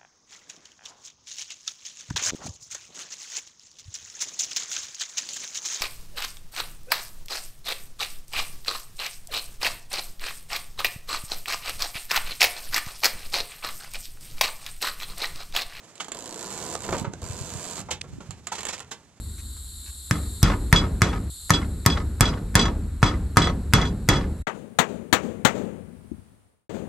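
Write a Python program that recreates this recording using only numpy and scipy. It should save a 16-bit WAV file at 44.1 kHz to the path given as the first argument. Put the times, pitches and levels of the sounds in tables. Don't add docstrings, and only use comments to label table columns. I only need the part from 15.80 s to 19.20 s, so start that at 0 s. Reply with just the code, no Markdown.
import sys
import numpy as np
from scipy import signal
from scipy.fft import rfft, irfft, next_fast_len
from scipy.io import wavfile
from scipy.ndimage import uniform_filter1d, map_coordinates

SR = 44100
rng = np.random.default_rng(int(sys.argv[2]) if len(sys.argv) > 2 else 0)


def log_audio(samples):
    frames = np.atleast_2d(samples).T
    limited = np.clip(frames, -1, 1)
    pcm = np.round(limited * 32767).astype(np.int16)
    wavfile.write(sys.argv[1], SR, pcm)


N = 149940
TIME = np.arange(N) / SR
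SIDES = np.array([[.5], [-.5]])



def amp(db):
    return 10 ** (np.asarray(db) / 20)


def unit(x):
    return x / np.sqrt(np.mean(x ** 2) + 1e-20)


def along(points, hz):
    pitch_hz, value = np.transpose(points)
    return np.interp(np.log(hz + 1), np.log(pitch_hz + 1), value)


def curves(rows):
    start_s, *columns = np.transpose(rows)
    return [np.interp(TIME, start_s, column) for column in columns]


def filtered(x, response):
    length = next_fast_len(N + SR // 2)
    hz = np.fft.rfftfreq(length, 1 / SR)
    return irfft(rfft(x, length) * response(hz), length)[..., :N]


# pitch_hz [Hz], likeness [0 to 1]
STEREO_LIKENESS = [(130, 0.73), (350, 0.96), (1500, 0.83), (3100, 0.89), (7000, 0.41)]


def spread(pair):
    def shares(hz):
        turn = np.arccos(np.clip(along(STEREO_LIKENESS, hz), 0, 1)) / 2
        return np.array([np.cos(turn), np.sin(turn)])
    mid, side = filtered(pair, shares)
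    return np.array([mid + side, mid - side])


def noise(colour, shape=lambda hz: 1):
    white = rng.standard_normal((2, N))
    return unit(spread(filtered(white, lambda hz: amp(along(colour, hz)) * shape(hz))))


def even(x, size=130):
    power = np.abs(uniform_filter1d(x ** 2, size, axis=-1))
    return unit(x / np.sqrt(power + 1e-9))


def burst(start_s, attack, hold, t60):
    t = TIME - start_s
    release_s = np.clip(t - attack - hold, 0, 3 * t60)
    return np.clip(t / attack, 0, 1) * amp(-60 * release_s / t60)


def fading_power(t60):
    return amp(-60 * TIME[:SR // 4] / t60) ** 2


def resonate(x, modes):
    def response(f):
        return sum(amp(db) * 1j * f * width / (pitch * pitch - f * f + 1j * f * width)
                   for pitch, width, db in modes)
    return filtered(x, response)


def blows(rows, colour, attack, hold, t60, body_db, treble_db, split_hz):
    def below(hz):
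        return 1 / (1 + (hz / split_hz) ** 4)
    low = even(noise(colour, lambda hz: np.sqrt(below(hz))), size=400)
    high = noise(colour, lambda hz: np.sqrt(1 - below(hz)))
    out = np.zeros((2, N))
    for start_s, treble, body in rows:
        chatter = amp(body + body_db) * low + amp(treble + treble_db) * high
        out += burst(start_s, attack, hold, t60) * chatter
    return out


# start_s [s], level_db [dB]
SEA_LEVEL = [(0, -52.5), (2.4, -55.5), (3.1, -57), (3.3, -60.5), (3.4, -62)]
# pitch_hz [Hz], level_db [dB]
SEA_COLOUR = [(50, -35), (110, -2), (370, -2), (1840, -12), (5200, -15.5), (7200, -11), (9900, -23.5),
              (12500, -29), (15500, -67)]


def sea():
    sea_db, = curves(SEA_LEVEL)
    ripple_db = 2 * map_coordinates(rng.standard_normal(400), [TIME * 45])
    return amp(sea_db + ripple_db) * noise(SEA_COLOUR)


# pitch_hz [Hz], t60_s [s to fall by 60 dB]
COCKPIT_DECAY = [(200, 0.37), (1500, 0.23), (7000, 0.11), (14000, 0.047)]


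def cockpit(x):
    out = np.zeros((2, N))
    for part in np.array_split(np.arange(N), 12):
        hz, t, grains = signal.stft(rng.standard_normal((2, SR // 3)), SR, nperseg=256)
        fade = amp(-60 * t / along(COCKPIT_DECAY, hz)[:, None])
        build_up = 1 - np.exp(-t / 0.00087)
        tail = signal.istft(grains * fade * build_up, SR, nperseg=256)[1]
        tail = tail / np.linalg.norm(tail[0])
        wet = signal.fftconvolve(x[:, part], tail, axes=1)[:, :N - part[0]]
        out[:, part[0]:part[0] + wet.shape[1]] += wet
    return spread(out)


PUFF_CYCLES = .7


def puff(start_s, pitch_hz):
    cycles = pitch_hz * (TIME - start_s)
    phase = rng.random() + 0.3 * rng.standard_normal((2, 1))
    return np.exp(-(cycles / PUFF_CYCLES) ** 2) * np.sin(2 * np.pi * (cycles + phase))


REBOUND_MIN_S, REBOUND_DB = 0.01573, -9.5
# start_s [s], level_db [dB]
FLUTTER_LEVEL = [(0, -67), (.28, -73), (.35, -72), (.45, -67), (.95, -47), (1.05, -44), (1.12, -31),
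                 (1.24, -37.5), (1.32, -43), (1.52, -41), (1.76, -41.5), (1.85, -49), (2.12, -41),
                 (2.22, -48), (2.34, -41), (2.45, -48.5), (2.52, -45.5), (2.7, -51), (3.1, -54.5),
                 (3.4, -62.5)]
# pitch_hz [Hz], level_db [dB]
FLUTTER_COLOUR = [(28, -13.5), (81, 5), (170, -1), (340, -12), (900, -54)]
# middle_s [s], pitch_hz [Hz], level_db [dB], left_minus_right_db [dB]
SAIL_PUFFS = [(1.219, 183, -25.5, -11), (1.281, 132, -23, -9.5), (1.435, 79, -27, 2), (1.507, 96, -25.5, 5),
              (1.616, 112, -26, 3), (1.759, 123, -25.5, -1), (2, 160, -36.5, -13), (2.335, 150, -30, -1),
              (2.386, 249, -29.5, -2), (2.496, 119, -29.5, -7)]


def sail():
    flutter_db, = curves(FLUTTER_LEVEL)
    out = amp(flutter_db - 1.5) * noise(FLUTTER_COLOUR)
    for middle_s, pitch_hz, level_db, lean_db in SAIL_PUFFS:
        rebound_s = middle_s + REBOUND_MIN_S * (1 + rng.random())
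        rebound = puff(rebound_s, pitch_hz * (1 + .5 * rng.random()))
        push = puff(middle_s, pitch_hz) + amp(REBOUND_DB) * rebound
        out += amp(level_db + lean_db * SIDES) * push
    return out


# start_s [s], level_db [dB]
METAL_TICKS = [(0.179, -41.5), (0.953, -28.5), (2.2119, -34.5), (2.2145, -24.5)]
# pitch_hz [Hz], level_db [dB]
TICK_COLOUR = [(300, -37), (2000, -14), (2900, -5), (5000, -10.5), (7700, -9), (10000, -22), (15000, -55)]


def ticks():
    contacts = sum(amp(db) * burst(start_s, 0.00027, 0.00094, 0.0095) for start_s, db in METAL_TICKS)
    return even(noise(TICK_COLOUR), size=40) * contacts


# start_s [s], treble_db [dB], body_db [dB]
CLACK_TIMES = [(0.2025, -22.5, -33.5), (1.038, -29, -37.5), (1.178, -26.5, -51), (2.1084, -15.5, -30),
               (2.7196, -21, -40), (2.7507, -27.5, -40.5), (2.781, -27, -35.5), (2.884, -19.5, -32),
               (2.9298, -22, -37), (3.1126, -24, -36)]
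# pitch_hz [Hz], level_db [dB]
CLACK_COLOUR = [(90, -19), (170, -4), (900, -1), (2100, -5), (3200, -3), (4200, -6), (5900, -6.5),
                (7270, -1.5), (9540, -18), (12000, -21.5), (15500, -49)]
LEAD_IN_S, LEAD_IN_DB = 0.0036, -8.5


def clacks():
    scrapes = [(start_s - LEAD_IN_S, treble + LEAD_IN_DB, body + LEAD_IN_DB)
               for start_s, treble, body in CLACK_TIMES]
    return blows(list(CLACK_TIMES) + scrapes, CLACK_COLOUR, attack=0.0031, hold=0.0039, t60=0.1,
                 body_db=-4.5, treble_db=-13.0, split_hz=2430)


# start_s [s], treble_db [dB], body_db [dB]
CLICK_TIMES = [(0.1545, -34.5, -73), (0.2445, -26.5, -55), (0.2828, -26, -36), (0.3183, -20, -33.5),
               (1.9791, -27.5, -35.5), (2.5073, -25, -43.5), (2.6696, -16.5, -39.5), (2.7905, -24, -46),
               (2.806, -21, -55), (2.831, -22, -38), (2.8518, -16, -38.5), (2.8672, -20, -41),
               (3.0028, -23, -43.5)]
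# pitch_hz [Hz], level_db [dB]
CLICK_COLOUR = [(90, -26), (170, 4.5), (985, 3), (2140, -7), (3410, -5.5), (6000, -12.5), (7270, 2.5),
                (9360, -15.5), (12000, -20), (15500, -36)]


def clicks():
    return blows(CLICK_TIMES, CLICK_COLOUR, attack=0.00077, hold=0.00066, t60=0.021,
                 body_db=1.5, treble_db=-8.5, split_hz=1580)


# start_s [s], body_db [dB], treble_db [dB]
KNOCK_TIMES = [(1.091, -24.5, -47), (1.127, -14, -32), (1.143, -20.5, -56), (1.245, -19.5, -67),
               (2.24, -33.5, -61), (2.404, -29.5, -46)]
# pitch_hz [Hz], level_db [dB]
KNOCK_COLOUR = [(70, -48), (130, 2), (493, 2.5), (735, -2.5), (1280, -2), (1700, -10), (5170, -10.5),
                (7260, -2), (10000, -22), (15000, -60)]
# pitch_hz [Hz], width_hz [Hz], level_db [dB]
DECK_MODES = [(483, 18, -45), (910, 130, -6), (1280, 33, -9)]


def knocks():
    rows = [(start_s, treble, body) for start_s, body, treble in KNOCK_TIMES]
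    blow = blows(rows, KNOCK_COLOUR, attack=0.001, hold=0.0055, t60=0.073,
                 body_db=-12, treble_db=-8, split_hz=2420)
    return blow + amp(-5.0) * resonate(blow, DECK_MODES)


# start_s [s], treble_db [dB], body_db [dB]
SLAP_TIMES = [(.952, -27, -22), (1.0895, -36.5, -20.5), (1.1265, -32.5, -19), (1.335, -35.5, -29)]


def slaps():
    return blows(SLAP_TIMES, KNOCK_COLOUR, attack=.0006, hold=.002, t60=.014,
                 body_db=-3, treble_db=-4, split_hz=2500)


# start_s [s], level_db [dB]
SHELL_KNOCKS = [(2.085, -34.5), (2.717, -28)]
# pitch_hz [Hz], width_hz [Hz], level_db [dB]
SHELL_MODES = [(916, 120, 10.5), (1130, 330, -17), (1350, 180, -5), (1900, 34, 9.5)]
# start_s [s], level_db [dB]
SPAR_KNOCKS = [(0.1998, -32.5), (2.507, -48)]
# pitch_hz [Hz], width_hz [Hz], level_db [dB]
SPAR_MODES = [(1230, 90, -3), (2240, 31, 1), (3060, 250, -5), (6460, 120, -4.5)]


def hollow_knocks():
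    shell_hits = sum(amp(db) * burst(start_s, 0.0048, 0.0017, 0.11) for start_s, db in SHELL_KNOCKS)
    shell = even(resonate(noise(KNOCK_COLOUR), SHELL_MODES), size=400) * shell_hits
    spar_hits = sum(amp(db) * burst(start_s, 0.00057, 0.007, 0.061) for start_s, db in SPAR_KNOCKS)
    spar = even(resonate(noise(CLACK_COLOUR), SPAR_MODES), size=400) * spar_hits
    return shell + spar


RATTLE_PER_S, RATTLE_SCATTER_DB, RATTLE_T60_S = 170, 14, .010
# start_s [s], level_db [dB]
RATTLE_LEVEL = [(2.735, -42), (2.79, -57), (2.85, -43), (2.91, -42), (2.96, -48), (2.99, -46.5),
                (3.014, -46), (3.05, -58)]


def rattle():
    rattle_db, = curves(RATTLE_LEVEL)
    hits = rng.random(N) < RATTLE_PER_S / SR
    energy = hits * amp(RATTLE_SCATTER_DB * rng.random(N)) ** 2
    ringing = np.abs(signal.fftconvolve(energy, fading_power(RATTLE_T60_S))[:N])
    chatter = unit(np.sqrt(ringing))
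    first_s, last_s = RATTLE_LEVEL[0][0], RATTLE_LEVEL[-1][0]
    running = burst(first_s, .005, last_s - first_s, 0.069)
    return amp(rattle_db) * chatter * running * noise(CLACK_COLOUR)


def tackle():
    clack, click, knock, slap = clacks(), clicks(), knocks(), slaps()
    to_cockpit = amp(-10.5) * (clack + slap) + amp(-6.0) * click + amp(-8.0) * knock
    return clack + click + knock + slap + hollow_knocks() + rattle() + cockpit(to_cockpit)


TOOTH_JITTER_S, TOOTH_SCATTER_DB = .0002, 1.5
PAWL_BOUNCE_S = .0017
SECOND_PAWL_LAG = .5


def pawl_drops(spin):
    speed, second_db = curves(spin)
    teeth = np.cumsum(speed) / SR
    teeth -= np.interp(spin[0][0], TIME, teeth)
    drops = np.zeros(N)
    for lag, pawl_db in ((0, np.zeros(N)), (SECOND_PAWL_LAG, second_db)):
        jitter, strength, bounce = rng.standard_normal((80, 3)).T
        drop_s = np.interp(np.arange(len(jitter)) + lag, teeth, TIME) + TOOTH_JITTER_S * jitter
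        size = amp(np.interp(drop_s, TIME, pawl_db) + TOOTH_SCATTER_DB * strength)
        bounce_s = drop_s + PAWL_BOUNCE_S * np.exp(.5 * np.tanh(bounce))
        for when_s in (drop_s, bounce_s):
            drops += np.bincount((when_s * SR).astype(int), size ** 2, N)
    return drops


PAWL_T60_S, AXLE_T60_S, BLOCK_T60_S = .012, .028, 0.24
AXLE_BELOW_HZ = 3400
# start_s [s], pawl_db [dB], block_body_db [dB]
FIRST_PULL = [(.345, -37.5, -40), (.42, -40, -44), (.6, -38, -42), (.78, -38.5, -43), (.945, -35.5, -38.5),
              (.975, -42.5, -55), (1.06, -39, -39), (1.2, -38, -40.5), (1.228, -45.5, -43)]
SECOND_PULL = [(1.418, -39, -35.5), (1.48, -40.5, -47), (1.7, -38.5, -45.5), (1.9, -36.5, -43),
               (2.011, -36.5, -48)]
# start_s [s], speed [teeth per second], second_pawl_against_first_db [dB]
FIRST_SPIN = [(.3465, 40, -12), (.40, 58, -10), (.56, 60, -7), (.70, 58, 0), (.74, 80.5, -2),
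              (.94, 80.5, -7), (1.0, 68, -9)]
SECOND_SPIN = [(1.4175, 87, -10), (1.6, 88, -3), (2.01, 86, -5)]
# pitch_hz [Hz], level_db [dB]
PAWL_COLOUR = [(1000, -12.5), (1500, -6), (1950, -12), (2330, -10), (3340, -10), (4390, -5.5), (5300, -9.5),
               (6500, -4.5), (7300, 2.5), (8200, -5), (9790, -16), (12500, -18.5), (15500, -56)]
BLOCK_COLOUR = [(100, -11), (172, 2.5), (225, -1.5), (352, 0), (415, -3), (480, 4), (560, -3), (670, -0.5),
                (790, -6.5), (970, -0.5), (1900, -24), (4000, -26)]


def ratchet():
    def axle_share(hz):
        return 1 / (1 + (hz / AXLE_BELOW_HZ) ** 6)

    def ring(drops, t60, running):
        energy = np.abs(signal.fftconvolve(drops, fading_power(t60))[:N])
        return np.sqrt(energy / np.average(energy, weights=running))

    out = np.zeros((2, N))
    for spin, pull in ((FIRST_SPIN, FIRST_PULL), (SECOND_SPIN, SECOND_PULL)):
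        first_s, last_s = spin[0][0], pull[-1][0]
        running = burst(first_s, 0.00056, last_s - first_s, 0.072)
        drops = pawl_drops(spin)
        tick = ring(drops, PAWL_T60_S, running) * even(noise(PAWL_COLOUR))
        axle = ring(drops, AXLE_T60_S, running) * even(noise(PAWL_COLOUR))
        tick = filtered(tick, lambda hz: np.sqrt(1 - axle_share(hz)))
        axle = filtered(axle, lambda hz: np.sqrt(axle_share(hz)))
        body = ring(drops, BLOCK_T60_S, running) * noise(BLOCK_COLOUR)
        pawl_db, body_db = curves(pull)
        out += running * (amp(pawl_db - 2) * (tick + axle) + amp(body_db) * body)
    return out


def scene():
    block = ratchet()
    return sea() + sail() + ticks() + tackle() + block + amp(-11) * cockpit(block)


LEFT_LAG_S = .00006
TREBLE_EDGE_HZ, TOP_HZ = 13050, 15600
# pitch_hz [Hz], left_minus_right_db [dB]
MICROPHONE_BALANCE = [(60, -1.5), (400, -2), (4000, -4), (5660, -9.5), (7830, -15.5), (10800, 9),
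                      (15000, 6)]


def record(dry):
    def microphones(hz):
        gains = amp(along(MICROPHONE_BALANCE, hz) * SIDES)
        delay = np.exp(-2j * np.pi * hz * LEFT_LAG_S * SIDES)
        return gains / gains.mean(axis=0) * delay

    def band_limit(hz):
        return (hz < TOP_HZ) / np.sqrt(1 + (hz / TREBLE_EDGE_HZ) ** 30)
    return filtered(filtered(dry, microphones), band_limit)


dry = scene()
out = record(dry)
log_audio(out)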